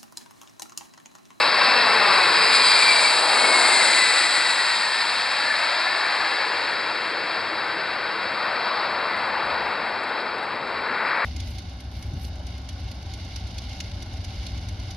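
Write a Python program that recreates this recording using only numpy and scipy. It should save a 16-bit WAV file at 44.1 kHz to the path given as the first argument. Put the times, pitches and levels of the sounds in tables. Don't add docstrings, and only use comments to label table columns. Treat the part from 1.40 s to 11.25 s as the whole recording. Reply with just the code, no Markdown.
import sys
import numpy as np
from scipy import signal
from scipy.fft import rfft, irfft, next_fast_len
from scipy.io import wavfile
from scipy.ndimage import uniform_filter1d, map_coordinates

SR = 44100
rng = np.random.default_rng(int(sys.argv[2]) if len(sys.argv) > 2 else 0)


def waveform_to_disk(signal):
    frames = np.transpose(np.atleast_2d(signal))
    scaled = np.clip(frames, -1, 1) * 32767
    samples = np.round(scaled).astype(np.int16)
    wavfile.write(sys.argv[1], SR, samples)


N = 434365
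TIME = np.arange(N) / SR
OVERHEAD_S = 1.98

# f/Hz, level/dB
ROAR_SPECTRUM = [(330, -69), (470, -7), (570, -1.5), (780, 1), (1000, 2.5), (1200, 1), (1500, -4),
                 (2200, -41)]
HISS_SPECTRUM = [(1800, -8), (2400, 1.5), (2850, 0.5), (3300, 3.5), (4000, 6), (4800, 3.5), (5400, -8),
                 (6300, -37.5), (9000, -65)]
SIZZLE_SPECTRUM = [(5000, -27), (6800, -3), (8100, 0.5), (9400, -7.5), (10600, -14.5), (11500, -32.5),
                   (13500, -48)]


def flight(height_m=44.5, speed_m_s=68, sound_m_s=343):
    mach, descent_s = speed_m_s / sound_m_s, height_m / sound_m_s
    heard_s = TIME - OVERHEAD_S + descent_s
    root_s = np.sqrt((mach * heard_s) ** 2 + (1 - mach ** 2) * descent_s ** 2)
    sent_s = (heard_s - root_s) / (1 - mach ** 2)
    angle = np.arctan2(height_m, -speed_m_s * sent_s)
    return 1 / np.sin(angle), np.degrees(angle), 1 / (1 - mach * np.cos(angle))


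def passing(path, lobes, db, doubling_db, fading=1):
    # t/s, gain/dB
    fades = [(0, 1), (.1, -1), (.28, 1), (.95, -1.5), (1.15, 0.6), (1.5, 1.5), (1.82, -0.5), (2.25, 0.6),
             (3.1, 2.5), (3.85, 2), (4.3, 3.5), (5.25, 1.1), (5.6, -0.5), (6.8, -1), (7.35, -0.4),
             (8.2, -0.3), (9.2, -4), (9.85, 0)]
    distance, angle, _ = path
    return db + doubling_db * np.log2(distance) + bumps(angle, lobes) + fading * curves(fades)[0]


def flow_levels(path):
    # angle/deg, half width/deg, gain/dB
    boom_lobes = [(26, 7, 4), (49.6, 10, 2), (105, 30, -5), (156.5, 17.5, -5.5), (164, 2.2, -2.5),
                  (171.2, 0.98, 3.5)]
    rumble_lobes = [(25.5, 12, 7.5), (97.6, 34, 11), (157.3, 11.5, -6), (167.4, 1.7, 2.5), (173, 1.3, -0.5),
                    (173.8, 1.1, 1.5)]
    roar_lobes = [(24.5, 6.7, 4.5), (100.4, 37.4, 6.5), (154.2, 30, -8)]
    rush_lobes = [(25.5, 13.8, 6.5), (115, 14, 2), (155, 11, -3)]
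    hiss_lobes = [(16.1, 3.1, 2.8), (29.5, 26, 7), (123, 20, 2.2)]
    sizzle_lobes = [(13.4, 2.7, 11), (38.6, 33.5, 10), (125.3, 32, 9.7)]
    # t/s, half length/s, rise/dB
    rolls = [(7.3, 0.29, 2.5), (7.98, 0.38, 1.5)]
    gusts = [(7.33, .15, 3.5), (8.803, 0.034, 2)]
    return (passing(path, boom_lobes, db=-54, doubling_db=2, fading=.2),
            passing(path, rumble_lobes, db=-43, doubling_db=1.48, fading=.17),
            passing(path, roar_lobes, db=-29, doubling_db=2) + bumps(TIME, rolls),
            passing(path, rush_lobes, db=-22.5, doubling_db=-1.73) + .22 * bumps(TIME, rolls),
            passing(path, hiss_lobes, db=-22.5, doubling_db=-4.5) + bumps(TIME, gusts),
            passing(path, sizzle_lobes, db=-36.5, doubling_db=-8.5))


def flow_noise(levels):
    # f/Hz, level/dB
    boom_spectrum = [(20, -47), (45, -32), (85, -10.5), (125, -5), (170, -1), (240, 1.5), (400, -31)]
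    rumble_spectrum = [(100, -23.5), (170, -11), (240, -3), (350, 2), (470, 4.5), (600, 1.5), (950, -44)]
    rush_spectrum = [(700, -29), (1050, -10), (1350, 2), (1700, 4), (2100, 2.5), (2500, -1.5), (2900, -2),
                     (4000, -8.5), (6000, -94)]
    # t/s, half length/s, rise/dB
    surges = [(1.157, 0.022, 9), (1.263, 0.034, 6.5), (1.425, 0.021, 4), (1.505, 0.02, 2),
              (1.623, .02, 2.5)]
    boom_db, rumble_db, roar_db, rush_db, hiss_db, sizzle_db = levels
    flutter = walk(24)
    surge_db = bumps(TIME, surges)
    surge_db = surge_db - uniform_filter1d(surge_db, SR // 4)
    boom = stream(boom_spectrum, boom_db + .85 * walk(5.2))
    rumble = stream(rumble_spectrum, rumble_db - .5 + .5 * walk(4.2))
    roar = stream(ROAR_SPECTRUM, roar_db - .5 + .1 * flutter + .25 * walk(12))
    rush = stream(rush_spectrum, rush_db - .8 + .31 * flutter + .1 * walk(12))
    hiss = stream(HISS_SPECTRUM, hiss_db + 1.68 + .35 * flutter + .17 * surge_db + .5 * walk(36))
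    sizzle = stream(SIZZLE_SPECTRUM, sizzle_db - .6 + .5 * flutter + surge_db + walk(50))
    return boom + rumble + roar + rush + hiss + sizzle


def fans(path, detune=.006, wander=.00297, second_fan_db=-7, flutter_db=2.4):
    # t/s, f/Hz
    blade_pitch = [(0, 2657), (.48, 2665), (.72, 2598), (.9, 2520), (1.1, 2440), (1.35, 2372), (1.52, 2328),
                   (1.68, 2300), (2.15, 2172), (2.35, 2092), (2.65, 2002), (3.1, 1945), (3.5, 1830),
                   (4, 1738), (5, 1715), (6.5, 1520), (9.85, 1470)]
    # angle/deg, half width/deg, gain/dB
    blade_lobes = [(22, 9, 7), (34, 3.5, -5), (50, 12, 8.5), (80, 11, -10.5), (108, 26, 6.3),
                   (158, 1.7, -6), (163, 4, -1.5), (168.4, 1.3, -7)]
    octave_lobes = [(19, 9, 4.5), (33, 4.5, 13), (41, 6, 11.5), (57, 14, 11), (125, 15, 4)]
    # t/s, half length/s, rise/dB
    flares = [(0.02, .03, 7), (1.52, 0.04, 5), (1.66, .03, 6), (2.07, .06, 4.5), (2.615, 0.06, 8),
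              (3.52, .07, 3), (4.093, 0.07, 6)]
    hz, = curves(blade_pitch)
    _, angle, _ = path
    wake = np.clip((angle - 90) / 90, 0, 1) ** 4
    clean_db, skirt_db = 1.4 - 7 * wake, -6 + 7 * wake
    blade_db = passing(path, blade_lobes, db=-32, doubling_db=-2.5) + bumps(TIME, flares)
    octave_db = passing(path, octave_lobes, db=-38, doubling_db=-3.5)
    whine = 0
    for harmonic, db in enumerate((blade_db, octave_db, octave_db - 17), 1):
        tone = undb(skirt_db) * scattered(harmonic * hz, width_hz=85 * harmonic)
        for offset, fan_db in ((0, 0), (detune, second_fan_db)):
            pitch = harmonic * hz * (1 + offset + wander * walk(90))
            gain = undb(clean_db + fan_db + flutter_db * walk(60))
            tone = tone + gain * np.sin(phase_of(pitch))
        whine = whine + undb(db + flutter_db * np.sqrt(wake) * walk(30)) * tone
    return whine


def turbines(stage_ratio=.845):
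    # t/s, f/Hz, level/dB
    glide = [(1.4, 9800, -90), (1.7, 9480, -52), (1.9, 9250, -47), (2.05, 8900, -38), (2.3, 8280, -33.5),
             (2.55, 7880, -34), (3, 7660, -39), (3.6, 7400, -48), (4.3, 7270, -51.5), (5.2, 7200, -56),
             (6.2, 7120, -68), (9.85, 7050, -80)]
    hz, db = curves(glide)
    upper = undb(-3) * (scattered(hz, width_hz=65) + scattered(hz, width_hz=240))
    lower = undb(-4) * scattered(stage_ratio * hz, width_hz=150)
    return undb(db) * (upper + lower)


def compressors():
    # t/s, f/Hz, level/dB
    glide = [(.6, 10500, -80), (1.1, 10080, -54), (1.3, 9950, -51), (1.65, 9750, -56), (1.9, 9500, -100)]
    hz, db = curves(glide)
    return undb(db) * (scattered(hz, width_hz=80) + scattered(hz, width_hz=80))


def shafts(path, shaft_hz=373, drift_hz_per_s=3.8, wander=.00293):
    # t/s, level/dB
    hum_level = [(0, -43), (1.1, -40), (1.6, -50), (2.2, -46), (3, -51), (3.7, -62), (4.9, -57), (5.7, -47),
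                 (6.7, -47), (7.5, -54), (9.85, -62)]
    _, angle, doppler = path
    hz = doppler * (shaft_hz + drift_hz_per_s * (TIME - OVERHEAD_S))
    db, = curves(hum_level)
    blur = .9 * (angle / 180) ** 2
    tone = np.sqrt(2) * np.sin(phase_of(hz * (1 + wander * walk(13))))
    return undb(db) * (np.sqrt(1 - blur) * tone + np.sqrt(blur) * scattered(hz, width_hz=15))


def howl():
    # t/s, f/Hz, level/dB
    glide = [(0, 1060, -27.5), (1.1, 1068, -28.5), (1.6, 951, -32), (2.2, 810, -34), (3.3, 986, -33),
             (4.1, 906, -39), (4.85, 958, -33.5), (5.7, 965, -60)]
    hz, db = curves(glide)
    return undb(db) * scattered(hz, width_hz=150)


def far_swell():
    # t/s, level/dB
    rise = [(0, -90), (9.3, -51), (9.5, -30.5), (9.65, -26.5), (9.85, -25.5)]
    # f/Hz, level/dB
    spectrum = [(900, -30), (1150, -6), (1500, -4.5), (1900, -4.5), (2300, -8.5), (2800, -24), (6000, -68)]
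    db, = curves(rise)
    return stream(spectrum, db)


def ground_echo(jet, path, overhead_lag_ms=12.3, far_lag_ms=2.07, sink_per_s=.1, dull_hz=2000):
    # angle/deg, half width/deg, gain/dB
    lobes = [(21, 7, 11.5), (135, 14, 2.5), (163, 7, 10.5)]
    distance, _, _ = path
    height_share = np.exp(-sink_per_s * np.maximum(TIME - OVERHEAD_S, 0))
    lag_ms = np.maximum(overhead_lag_ms * height_share / distance, far_lag_ms)
    echo_db = passing(path, lobes, db=-14, doubling_db=-4, fading=0)
    echo = np.interp(TIME - lag_ms / 1000, TIME, jet, left=0)
    return jet + undb(echo_db) * signal.sosfilt(signal.butter(1, dull_hz, fs=SR, output="sos"), echo)


def surroundings(levels, steady_hiss_db=-66.5):
    # t/s, level/dB
    deep_level = [(0, -56), (.7, -50), (1.5, -60), (2.3, -62), (3.25, -73), (3.75, -56.5), (4.3, -61),
                  (5.3, -58.5), (6.7, -57.5), (7.5, -60), (8.15, -45), (8.7, -57), (9.4, -51), (9.85, -57)]
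    # f/Hz, level/dB
    deep_spectrum = [(20, -16), (45, -5.5), (80, -2), (130, -5.5), (250, -2.5), (700, -23)]
    _, _, roar_db, _, hiss_db, sizzle_db = levels
    deep_db, = curves(deep_level)
    mid = stream(deep_spectrum, deep_db - 1) + stream(SIZZLE_SPECTRUM, steady_hiss_db)
    side = (stream(deep_spectrum, deep_db - 4) + stream(ROAR_SPECTRUM, roar_db - 33)
            + stream(HISS_SPECTRUM, hiss_db - 27) + stream(SIZZLE_SPECTRUM, sizzle_db - 4.5))
    return mid + side * np.array([[1], [-1]])


def drone():
    # t/s, f/Hz, level/dB
    glide = [(3, 101, -75), (5, 102.4, -67), (6.6, 103, -59), (7.3, 83.6, -69), (8.1, 81.5, -64),
             (9.85, 85.3, -65.5)]
    hz, db = curves(glide)
    return undb(db) * scattered(hz, width_hz=3)


def ticks():
    # t/s, level/dB, decay/s
    bursts = [(7.765, -49, 0.018), (8.065, -58, 0.013), (8.634, -44, .006), (8.688, -50, 0.0063),
              (8.808, -54, 0.009), (8.98, -49, .005), (9.03, -51, 0.012), (9.68, -52, .012)]
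    spectrum = [(3000, -6), (4800, -4), (8500, 9), (10000, 0), (11500, -28)]  # f/Hz, level/dB
    envelope = sum(undb(db) * (TIME >= s) * np.exp(-np.abs(TIME - s) / decay) for s, db, decay in bursts)
    return uniform_filter1d(envelope, size=SR // 160) * stream(spectrum, db=-3)


def stream(spectrum, db):
    low, high = spectrum[0][0], spectrum[-1][0]

    def gain_at(hz):
        roll_off = np.minimum(hz / low, 1) ** 2 * np.minimum(high / hz, 1) ** 2
        return undb(over_pitch(spectrum, hz)) * roll_off
    return undb(db) * noise(gain_at)


def scattered(hz, width_hz):
    phase = phase_of(hz)
    in_phase, quadrature = (noise(lambda f: 1 / (1 + .5 * (f / width_hz) ** 2) ** 2) for _ in range(2))
    return in_phase * np.cos(phase) + quadrature * np.sin(phase)


def noise(gain_at):
    size = next_fast_len(N, True)
    hz = np.maximum(np.fft.rfftfreq(size, 1 / SR), 1)
    x = irfft(rfft(rng.standard_normal(size)) * gain_at(hz), size)[:N]
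    return x / x.std()


def walk(rate):
    x = map_coordinates(rng.standard_normal(8192), [TIME * rate], order=1, mode="wrap")
    return x / x.std()


def phase_of(hz):
    return 2 * np.pi * np.cumsum(hz) / SR


def bumps(x, rows):
    return sum(db * np.exp(-((x - centre) / width) ** 2) for centre, width, db in rows)


def curves(table):
    times, *columns = np.transpose(table)
    return [np.interp(TIME, times, column) for column in columns]


def over_pitch(points, hz):
    point_hz, values = np.transpose(points)
    return np.interp(np.log(hz), np.log(point_hz), values)


def undb(db):
    return 10 ** (np.asarray(db) / 20)


def scene():
    path = flight()
    levels = flow_levels(path)
    roar = flow_noise(levels) + howl() + far_swell()
    jet = roar + fans(path) + turbines() + compressors() + shafts(path)
    return ground_echo(jet, path) + surroundings(levels) + drone() + ticks()


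def record(dry):
    # f/Hz, left minus right/dB
    port_balance = [(100, 2.2), (330, 2.6), (560, 3.7), (1100, 3.9), (2300, 3.6), (3300, 1), (4600, 0),
                    (5400, 3), (6300, 12), (7600, 16), (9000, 11.5), (10600, 7), (11700, -2)]
    # f/Hz, left lead/rad
    port_phase = [(2000, 0), (3400, .1), (4400, .8), (5500, 1.3), (7000, .7), (9400, -.9)]
    # f/Hz, width/Hz
    notches = [(3000, 503), (3500, 364), (5880, 560), (6560, 740)]
    top_hz = 12100
    bin_hz = np.maximum(np.fft.rfftfreq(N, 1 / SR), 1)
    left_to_right = undb(over_pitch(port_balance, bin_hz)) * np.exp(1j * over_pitch(port_phase, bin_hz))
    ports = 2 * np.array([left_to_right, np.ones_like(left_to_right)]) / np.abs(1 + left_to_right)
    stereo = irfft(rfft(dry) * ports, N)
    for hz, width_hz in notches:
        stereo = signal.lfilter(*signal.iirnotch(hz, hz / width_hz, fs=SR), stereo)
    return signal.sosfilt(signal.ellip(8, .2, 70, top_hz, fs=SR, output="sos"), stereo)


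dry = scene()
out = record(dry)
waveform_to_disk(out)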